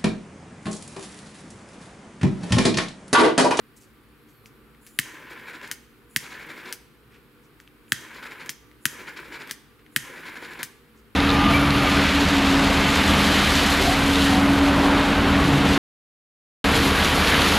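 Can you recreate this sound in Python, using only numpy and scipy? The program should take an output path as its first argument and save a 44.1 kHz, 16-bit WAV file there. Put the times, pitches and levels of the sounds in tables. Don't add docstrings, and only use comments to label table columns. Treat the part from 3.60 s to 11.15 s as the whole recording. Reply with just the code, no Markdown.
import sys
import numpy as np
from scipy import signal
from scipy.fft import rfft, irfft, next_fast_len
from scipy.io import wavfile
from scipy.ndimage import uniform_filter1d

SR = 44100
rng = np.random.default_rng(int(sys.argv[2]) if len(sys.argv) > 2 else 0)


def master_out(mix):
    frames = np.transpose(np.atleast_2d(mix))
    ceiling = np.clip(frames, -1, 1)
    pcm = np.round(ceiling * 32767).astype(np.int16)
    wavfile.write(sys.argv[1], SR, pcm)


def elevation(decibels):
    levels = np.asarray(decibels, float)
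    return 10 ** (levels / 20)


N = 332955
T = np.arange(N) / SR

# start in seconds, case face peak in dB, pins in dB, collar in dB, hollow note in Hz.
SNAPS = [
    (1.389, -10, 0, -10, 1880),
    (2.562, -11, 0.7, -2.5, 1880),
    (4.3208, -8.4, -3.6, -5.6, 1680),
    (5.2549, -10.6, 0.5, -2.6, 1660),
    (6.3625, -9.7, -1.3, -6.9, 1750),
]
# start in seconds, face peak in dB, pins in dB, collar in dB,
# hollow note in Hz.
CLACKS = [
    (2.114, -22.9, 3.2, 0.4, 1570),
    (3.1262, -28.6, 6.7, 5.9, 1610),
    (4.8931, -22.6, -3.5, 3.4, 1700),
    (5.9109, -23.8, 0, 1.5, 1750),
    (7.0306, -22.1, 3.9, -5.8, 1630),
]


def level(x, db):
    return x * elevation(db) / np.sqrt(np.mean(x ** 2))


def unit(x):
    return x / np.max(np.abs(x))


def curve(points, hz):
    p = np.array(points)
    return np.interp(np.log(hz + 1), np.log(p[:, 0]), p[:, 1])


def shaped(x, gain):
    n = next_fast_len(x.shape[-1], True)
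    spectrum = rfft(x, n) * gain(np.fft.rfftfreq(n, 1 / SR))
    return level(irfft(spectrum, n)[..., :x.shape[-1]], 0)


def coloured(x, points):
    return shaped(x, lambda f: elevation(curve(points, f)))


def peak(f, hz, width):
    return 1 / np.sqrt(1 + ((f * f - hz * hz) / (width * f + 1)) ** 2)


def above(x, hz):
    return signal.sosfilt(signal.butter(4, hz, "high", fs=SR, output="sos"), x)


def turbulence(rough_db, grain_s):
    k = max(int(grain_s * SR), 1)
    noise = rng.standard_normal(N)
    flicker = uniform_filter1d(rng.standard_normal(N), k) * np.sqrt(k)
    return noise * elevation(rough_db * flicker)


def bump(s, length, steep=4.4, rise=0.91):
    out, near = np.zeros(N), np.abs(T - s) < 4 * length
    u = (T[near] - s) / (length / 2)
    u = np.where(u < 0, u / rise, u * rise)
    out[near] = np.exp(-.35 * np.abs(u) ** steep)
    return out


def ring(modes, scatter_db, t):
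    out = 0
    for (hz, db, t60, *late), (strength, detune) in zip(modes, rng.standard_normal((len(modes), 2))):
        u = np.maximum(t - sum(late), 0)
        tone = np.sin(2 * np.pi * hz * (1 + .025 * detune) * u)
        out = out + elevation(db + scatter_db * strength) * tone * elevation(-60 * u / t60)
    return out


def pan(x, db):
    return x * elevation(np.array([[db], [-db]]) / 2)


def add(out, s, x, pan_db):
    i = int(s * SR)
    out[:, i:i + x.shape[-1]] += pan(x, pan_db)[:, :N - i]


def shop():
    # frequency in Hz, density in dB per Hz.
    vent = [(18, -37), (30, -14.5), (63, -1.5), (86, -34), (102, -3.5), (157, -6.5), (179, -14), (236, -6),
            (327, -10), (386, -6.5), (447, -8.5), (485, -12), (610, -24), (1190, -16.5), (1500, -17.5),
            (1950, -28.5), (3300, -120)]
    # frequency in Hz, side minus mid in dB.
    width = [(60, -6), (110, -9.5), (200, -3), (380, -11.5), (700, -13), (1290, -5), (2380, -4.5),
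             (4400, -1.5), (8120, -9.5), (15000, 0.5)]
    # frequency in Hz, density in dB per Hz.
    air = [(880, -21), (1500, -3), (2320, -3), (3410, -9), (4420, -12), (6310, -22), (6690, -20),
           (12400, -13), (16000, -16.5)]
    # frequency in Hz, level in dB.
    hum = [(59.2, -66), (150.7, -71), (220.7, -63.5), (301.5, -64.5), (479.1, -68), (1168, -73)]
    # time in seconds, rise of the murmur in dB, length in seconds.
    shuffle = [
        (.95, 2, 0.3),
        (3.543, 1, 0.13),
    ]
    vent_db, air_db = -57.5, -63.5
    murmur_db = vent_db + sum(db * bump(s, length, steep=5.8) for s, db, length in shuffle)

    def field():
        murmur = elevation(murmur_db) * coloured(turbulence(0.39, 0.017), vent)
        return murmur + elevation(air_db) * coloured(turbulence(0.33, 0.022), air)

    mid, side = field(), field()
    side = irfft(rfft(side) * elevation(curve(width, np.fft.rfftfreq(N, 1 / SR))), N)
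    lines = 0
    for hz, db in hum:
        lines = lines + elevation(db - 2.5) * shaped(rng.standard_normal(N), lambda f: peak(f, hz, 8.6) ** 2)
    return np.array([mid + side, mid - side]) + lines


def room(x):
    # centre in Hz, decay by 60 dB in seconds, level in dB.
    bands = [(148.5, 0.53, -25.5), (504, 0.48, -23.5), (1720, 0.22, -19.5), (3340, 0.62, -20.5),
             (6400, 0.41, -20), (8800, 0.38, -15.5), (12000, 0.26, -34)]
    t = T[:SR // 2]

    def decay():
        out = 0
        for hz, t60, db in bands:
            noise = shaped(rng.standard_normal(len(t)), lambda f: peak(f, hz, 1.73 * hz) ** 2)
            out = out + elevation(db - 34.5) * noise * elevation(-60 * t / t60)
        return out

    mid, side = decay(), decay()
    echo = np.array([mid + 0.4 * side, mid - 0.58 * side]) * (t > .004)
    return signal.fftconvolve(x.mean(axis=0)[None], echo, axes=1)[:, :N]


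def rubbing():
    # time in seconds, level in dB, length in seconds, centre in Hz.
    scuffs = [
        (0.175, -53.5, 0.018, 7550),
        (0.227, -58.5, 0.034, 6900),
        (0.7, -68, 0.04, 7000),
        (0.865, -66, 0.024, 6000),
        (3.543, -57.5, 0.046, 1940),
        (3.55, -74, 0.019, 7000),
        (3.846, -69.5, 0.03, 6100),
        (6.195, -61, .008, 2300),
        (7.38, -68.5, 0.043, 6000),
    ]
    out, grit = np.zeros(N), turbulence(2.5, .002)
    for s, db, length, hz in scuffs:
        shape = bump(s, length, steep=3.0)
        on = shape > 0
        out[on] += elevation(db) * shape[on] * shaped(grit[on], lambda f: peak(f, hz, hz) ** 2)
    return out


def hinge():
    # time in seconds, pitch in Hz, level in dB.
    swing = [
        (.58, 11800, -90),
        (.62, 12100, -77),
        (.66, 12800, -84),
        (.70, 13450, -75),
        (.77, 13100, -76),
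        (.85, 12100, -74),
        (.9, 11300, -92),
        (.96, 12200, -75),
        (1.0, 12100, -90),
    ]
    # frequency ratio, level in dB.
    partials = [(1, 3), (.84, -4), (.335, -4)]
    s, hz, db = np.transpose(swing)

    def slow(rate_hz):
        return shaped(rng.standard_normal(N), lambda f: 1 / (1 + (f / rate_hz) ** 4))

    wobble = 1 + .008 * slow(120) + .006 * slow(20)
    phase = 2 * np.pi * np.cumsum(np.interp(T, s, hz) * wobble) / SR
    tone = sum(elevation(part_db + 2.5 * slow(25)) * np.sin(ratio * phase) for ratio, part_db in partials)
    return np.sqrt(2) * elevation(np.interp(T, s, db, left=-120, right=-120)) * tone


def hollow(hz, t, squeeze_s):
    phase = 2 * np.pi * np.cumsum(hz * (.93 + .6 * np.exp(-t / .0006))) / SR
    squeezed = np.exp(-(t / squeeze_s - 1.2) ** 2)
    return np.sin(phase) * (squeezed + .13 * np.exp(-t / .004))


def blows(table, squeeze_s, hollow_db, spark_db, shine_db, pan_db, ring_db, rattle_db, rattle_s, rattle_hz,
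          rebound_db, pop_db):
    # frequency in Hz, level in dB, decay by 60 dB in seconds,
    # delay after the blow in seconds.
    face = [(3150, 1, .009, 0), (2550, 1, .009, .0002), (3700, -9, .006, 0)]
    collar_modes = [(4700, -3, .006, 0), (5200, -1, .006, .0003), (5800, -3, .005, .0005),
                    (6400, 0, .007, .0001), (7200, -2, .005, .0004)]
    pin_modes = [(8000, -6, .005, .0005), (8700, -2, .006, .0003), (9500, -6, .004, .0006),
                 (10400, -3, .005, 0), (11200, 0, .006, .0001), (12000, -2, .005, .0004),
                 (13500, -6, .004, 0), (15000, -9, .004, .0003)]
    # frequency in Hz, level in dB,
    # decay by 60 dB in seconds.
    lid = [(1600, -52, 0.58), (2080, -35, 0.12), (4230, -28.5, 0.074), (4860, -33, 0.079), (6040, 7, 0.034),
           (7795, -46, 0.12), (9780, -14.5, 0.067), (10640, -24, 0.11), (11070, -23, 0.036),
           (11740, -28, 0.27), (12300, -19, 0.027), (13260, -16.5, 0.067)]
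    bench = [(138.6, -0.5, 0.067), (214.7, 10, 0.024), (282, -11.5, 0.05)]
    out, t = np.zeros((2, N)), T[:SR // 4]

    def loose(f):
        return elevation(2) * peak(f, 2030, 1100) + peak(f, rattle_hz, 0.39 * rattle_hz) + elevation(shine_db) * peak(f, 12000, 8000)

    for s, db, pins_db, collar_db, hz in table:
        pins = elevation(pins_db + 2) * unit(ring(pin_modes, 1.5, t))
        crack = elevation(1.2) * unit(ring(face, 1.5, t)) + pins
        crack = crack + elevation(hollow_db - 1) * hollow(hz, t, squeeze_s)
        crack = crack + elevation(collar_db + 2.5) * unit(ring(collar_modes, 2.5, t))
        spark = above(rng.standard_normal(len(t)), 9000) * np.exp(-t / .0009)
        crack = crack + elevation(pins_db + spark_db) * spark

        rattle = shaped(rng.standard_normal(len(t)), loose)
        rebound = elevation(rebound_db) * np.exp(-((t - .008) / .004) ** 2)
        rattle = rattle * (elevation(rattle_db - 60 * t / rattle_s) + rebound)
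        tail = elevation(max(collar_db, pins_db)) * rattle + elevation(ring_db) * ring(lid, 4.0, t)
        body = above(crack + tail * (1 - np.exp(-(t / .002) ** 2)), 1050)

        puff = ring(bench, 0.63, t) * (1 - np.exp(-t / 0.0028))
        pop = elevation(pop_db) * np.roll(puff, int(0.0028 * SR))
        add(out, s - .0006, elevation(db - 17) * above(crack, 1250), pan_db)
        add(out, s - .0001, elevation(db) * (body + above(pop, 95)), pan_db)
        add(out, s, elevation(db - 4) * above(pins, 12000) * np.array([[1], [-1]]), 0)
    return out


def ticks():
    # start in seconds, face peak in dB, pins in dB, collar in dB, hollow note in Hz.
    taps = [(0.8585, -46.4, -4.5, 3.4, 2190), (1.1483, -53.7, -9.7, -16.6, 1910),
            (1.2656, -53, 17.4, 3.7, 2350), (2.0146, -43.5, -9.6, -6.7, 2390),
            (2.0756, -43.7, 2.7, 2.4, 1710), (4.0011, -44.9, -5.4, -1.3, 1560),
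            (4.0764, -48.6, -13.1, -10.0, 2390), (4.281, -57.4, -7.7, -9.1, 2390),
            (4.8609, -41.5, 0.3, 1.6, 1670), (5.1144, -49.6, -8.9, -14.3, 1910),
            (5.8742, -40.6, -1.1, -6.1, 1920), (5.8961, -40.4, 2.4, -4.6, 2070),
            (6.264, -48, -12.7, -16.3, 1890)]
    return blows(taps, squeeze_s=.0006, hollow_db=7, spark_db=-9, shine_db=-3, pan_db=2.5, ring_db=-40.5,
                 rattle_db=-12, rattle_s=0.14, rattle_hz=6010, rebound_db=-30.5, pop_db=-49.5)


def clacks():
    return blows(CLACKS, squeeze_s=.0006, hollow_db=2.5, spark_db=-13, shine_db=-2, pan_db=2.7, ring_db=-37.0,
                 rattle_db=-10.5, rattle_s=0.09, rattle_hz=5630, rebound_db=-35, pop_db=-17.0)


def snaps():
    return blows(SNAPS, squeeze_s=.00105, hollow_db=0.5, spark_db=-4, shine_db=-1.5, pan_db=2.5, ring_db=-31,
                 rattle_db=-25.0, rattle_s=0.084, rattle_hz=6890, rebound_db=-16.5, pop_db=-16.5)


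def gas():
    # valve opens in seconds, shuts in seconds, hiss before the flame in dB, hiss under it in dB.
    valve = [
        (1.218, 2.114, -61, -79),
        (2.497, 3.126, -61, -78),
        (4.283, 4.896, -61, -69),
        (5.214, 5.91, -61, -72),
        (6.32, 7.03, -63, -64),
    ]
    # frequency in Hz, width in Hz, level in dB.
    nozzle = [(7200, 800, -1), (10200, 1100, 0), (13500, 500, -10), (11000, 7000, -11)]
    flare_db, flare_t60_s, flare_hz = -44.5, 0.58, 6300
    top_db = -68.5
    hiss = shaped(turbulence(1.5, 0.0041),
                  lambda f: sum(elevation(db) * peak(f, hz, width) ** 2 for hz, width, db in nozzle))
    flow, flare, burning = np.zeros(N), np.zeros(N), np.zeros(N)
    for (opens, shuts, cold_db, hot_db), on, off in zip(valve, SNAPS, CLACKS):
        lit_s = on[0]
        flow += np.where(T < lit_s, elevation(cold_db), elevation(hot_db)) * (T > opens) * (T < shuts)
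        flare += (T > lit_s + .005) * elevation(flare_db - 60 * np.maximum(T - lit_s, 0) / flare_t60_s)
        burning += (T > lit_s) & (T < off[0])
    bright = flare * shaped(turbulence(1.0, .004),
                            lambda f: peak(f, flare_hz, 2200) ** 2 + elevation(-13) * peak(f, 10000, 6000))
    top = elevation(top_db) * burning * shaped(rng.standard_normal(N), lambda f: peak(f, 13000, 7000) ** 2)
    return hiss * uniform_filter1d(flow, int(0.023 * SR)) + bright + top


def flame():
    # roar in dB, rumble in dB, time to reach full flame in seconds.
    firings = [
        (-46, -55.5, 0.074),
        (-44, -51.5, 0.21),
        (-45.5, -54, 0.092),
        (-46, -53, 0.085),
        (-44, -54, 0.087),
    ]
    # time in seconds, level in dB, length in seconds.
    crossings = [(1.714, -41.4, 0.037), (1.795, -48, 0.026), (1.886, -41, 0.046), (1.945, -41.5, 0.031),
                 (2.037, -43, .02), (2.043, -42.5, 0.047), (2.642, -41.5, 0.047), (2.723, -40.5, 0.05),
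                 (2.81, -42.5, 0.037), (2.899, -37.5, 0.027), (2.983, -44, 0.046), (3.074, -39.5, 0.052),
                 (4.559, -44, 0.058), (4.633, -37, 0.018), (4.661, -37.5, 0.022), (4.717, -40, 0.027),
                 (4.809, -40, 0.032), (5.402, -39, 0.033), (5.48, -38.5, 0.028), (5.577, -38, 0.032),
                 (5.65, -45, 0.024), (5.737, -38, 0.046), (5.81, -39, 0.031), (5.901, -42, .03),
                 (6.573, -42.5, 0.04), (6.668, -38, 0.042), (6.764, -39, 0.027), (6.836, -38, 0.04),
                 (6.921, -42.5, 0.043), (7.002, -35.5, 0.029)]
    # frequency in Hz, density in dB per Hz.
    roar_colour = [(350, -57), (600, -13), (727, -16.5), (988, 0), (1170, -7.5), (1640, 2.5), (1930, -2.5),
                   (2260, -1.5), (2740, -9.5), (3300, -12.5), (5170, -25.5), (7510, -38), (9000, -48),
                   (11700, -60), (19800, -120)]
    rumble_colour = [(90, -15.5), (150, -6.5), (230, -0.5), (310, 1.5), (470, 0), (600, -6.5), (800, -26)]
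    splash_colour = [(410, -31), (700, -16.5), (978, -6.5), (1200, -12), (1320, -5.5), (1660, -0.5),
                     (1840, -6.5), (2270, -2), (2890, -16), (3940, -21.5), (6330, -32.5), (7100, -26),
                     (8340, -35), (11000, -28), (14300, -60), (22000, -120)]
    catch_db = -17
    lick_treble_db, lick_rumble_db, lick_duck_db = -11.5, -9, -3.5
    puff_db, treble_growth = 1, 0.02

    lit, roar_db, rumble_db = np.zeros(N), np.zeros(N), np.zeros(N)
    for on, off, (full_roar_db, full_rumble_db, build_s) in zip(SNAPS, CLACKS, firings):
        burning = (T > on[0]) & (T < off[0] + .004)
        building_db = catch_db * np.clip(1 - (T - on[0]) / build_s, 0, 1)
        lit += burning
        roar_db += burning * (building_db + full_roar_db)
        rumble_db += burning * (building_db + full_rumble_db)
    lit = uniform_filter1d(lit, int(0.004 * SR))

    def splash_top(f):
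        return elevation(curve(splash_colour, f)) / (1 + (2800 / (f + 1)) ** 8)

    roar = coloured(turbulence(1.7, 0.0065), roar_colour)
    rumble = coloured(turbulence(2.9, 0.0092), rumble_colour)
    low = shaped(turbulence(2.9, 0.0024), lambda f: elevation(curve(splash_colour, f)) / (1 + (f / 3000) ** 8))
    high = shaped(turbulence(2.2, .002), lambda f: splash_top(f) / (1 + (f / 10000) ** 4))
    puffs = shaped(turbulence(4.0, .006), lambda f: splash_top(f) * peak(f, 4400, 2200))
    high = high + elevation(puff_db) * puffs

    low_power, high_power, cover = np.zeros(N), np.zeros(N), np.zeros(N)
    for s, db, length in crossings:
        shape = bump(s, length, rise=0.72)
        low_power += (elevation(db - 1.5) * shape) ** 2
        high_power += (elevation(db + treble_growth * (db + 40)) * shape ** 1.8) ** 2
        cover += shape
    low_gain = np.sqrt(low_power)
    high_gain = elevation(lick_treble_db) * np.sqrt(high_power)
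    duck_db = lick_duck_db * np.minimum(cover, 1)

    def steady(db):
        return uniform_filter1d(elevation(db) * (db < 0), int(.012 * SR))

    rumble_gain = np.hypot(steady(rumble_db), lit * elevation(lick_rumble_db) * low_gain)
    jet = steady(roar_db) * elevation(duck_db) * roar + rumble_gain * rumble
    return pan(jet + lit * (low * low_gain + high * high_gain), 1)


def scene():
    hits = snaps() + clacks() + ticks()
    jet = flame() + gas() + rubbing() + hinge()
    return hits + jet + room(hits + elevation(5.5) * jet) + shop()


def top_cut(x):
    return signal.sosfilt(signal.butter(12, 17060, fs=SR, output="sos"), x)


def record(dry):
    rounded = np.tanh(.9 * dry) / .9
    low_pass = signal.ellip(8, .2, 60, 15650, fs=SR, output="sos")
    return top_cut(signal.sosfilt(low_pass, rounded))


dry = scene()
out = record(dry)
master_out(out)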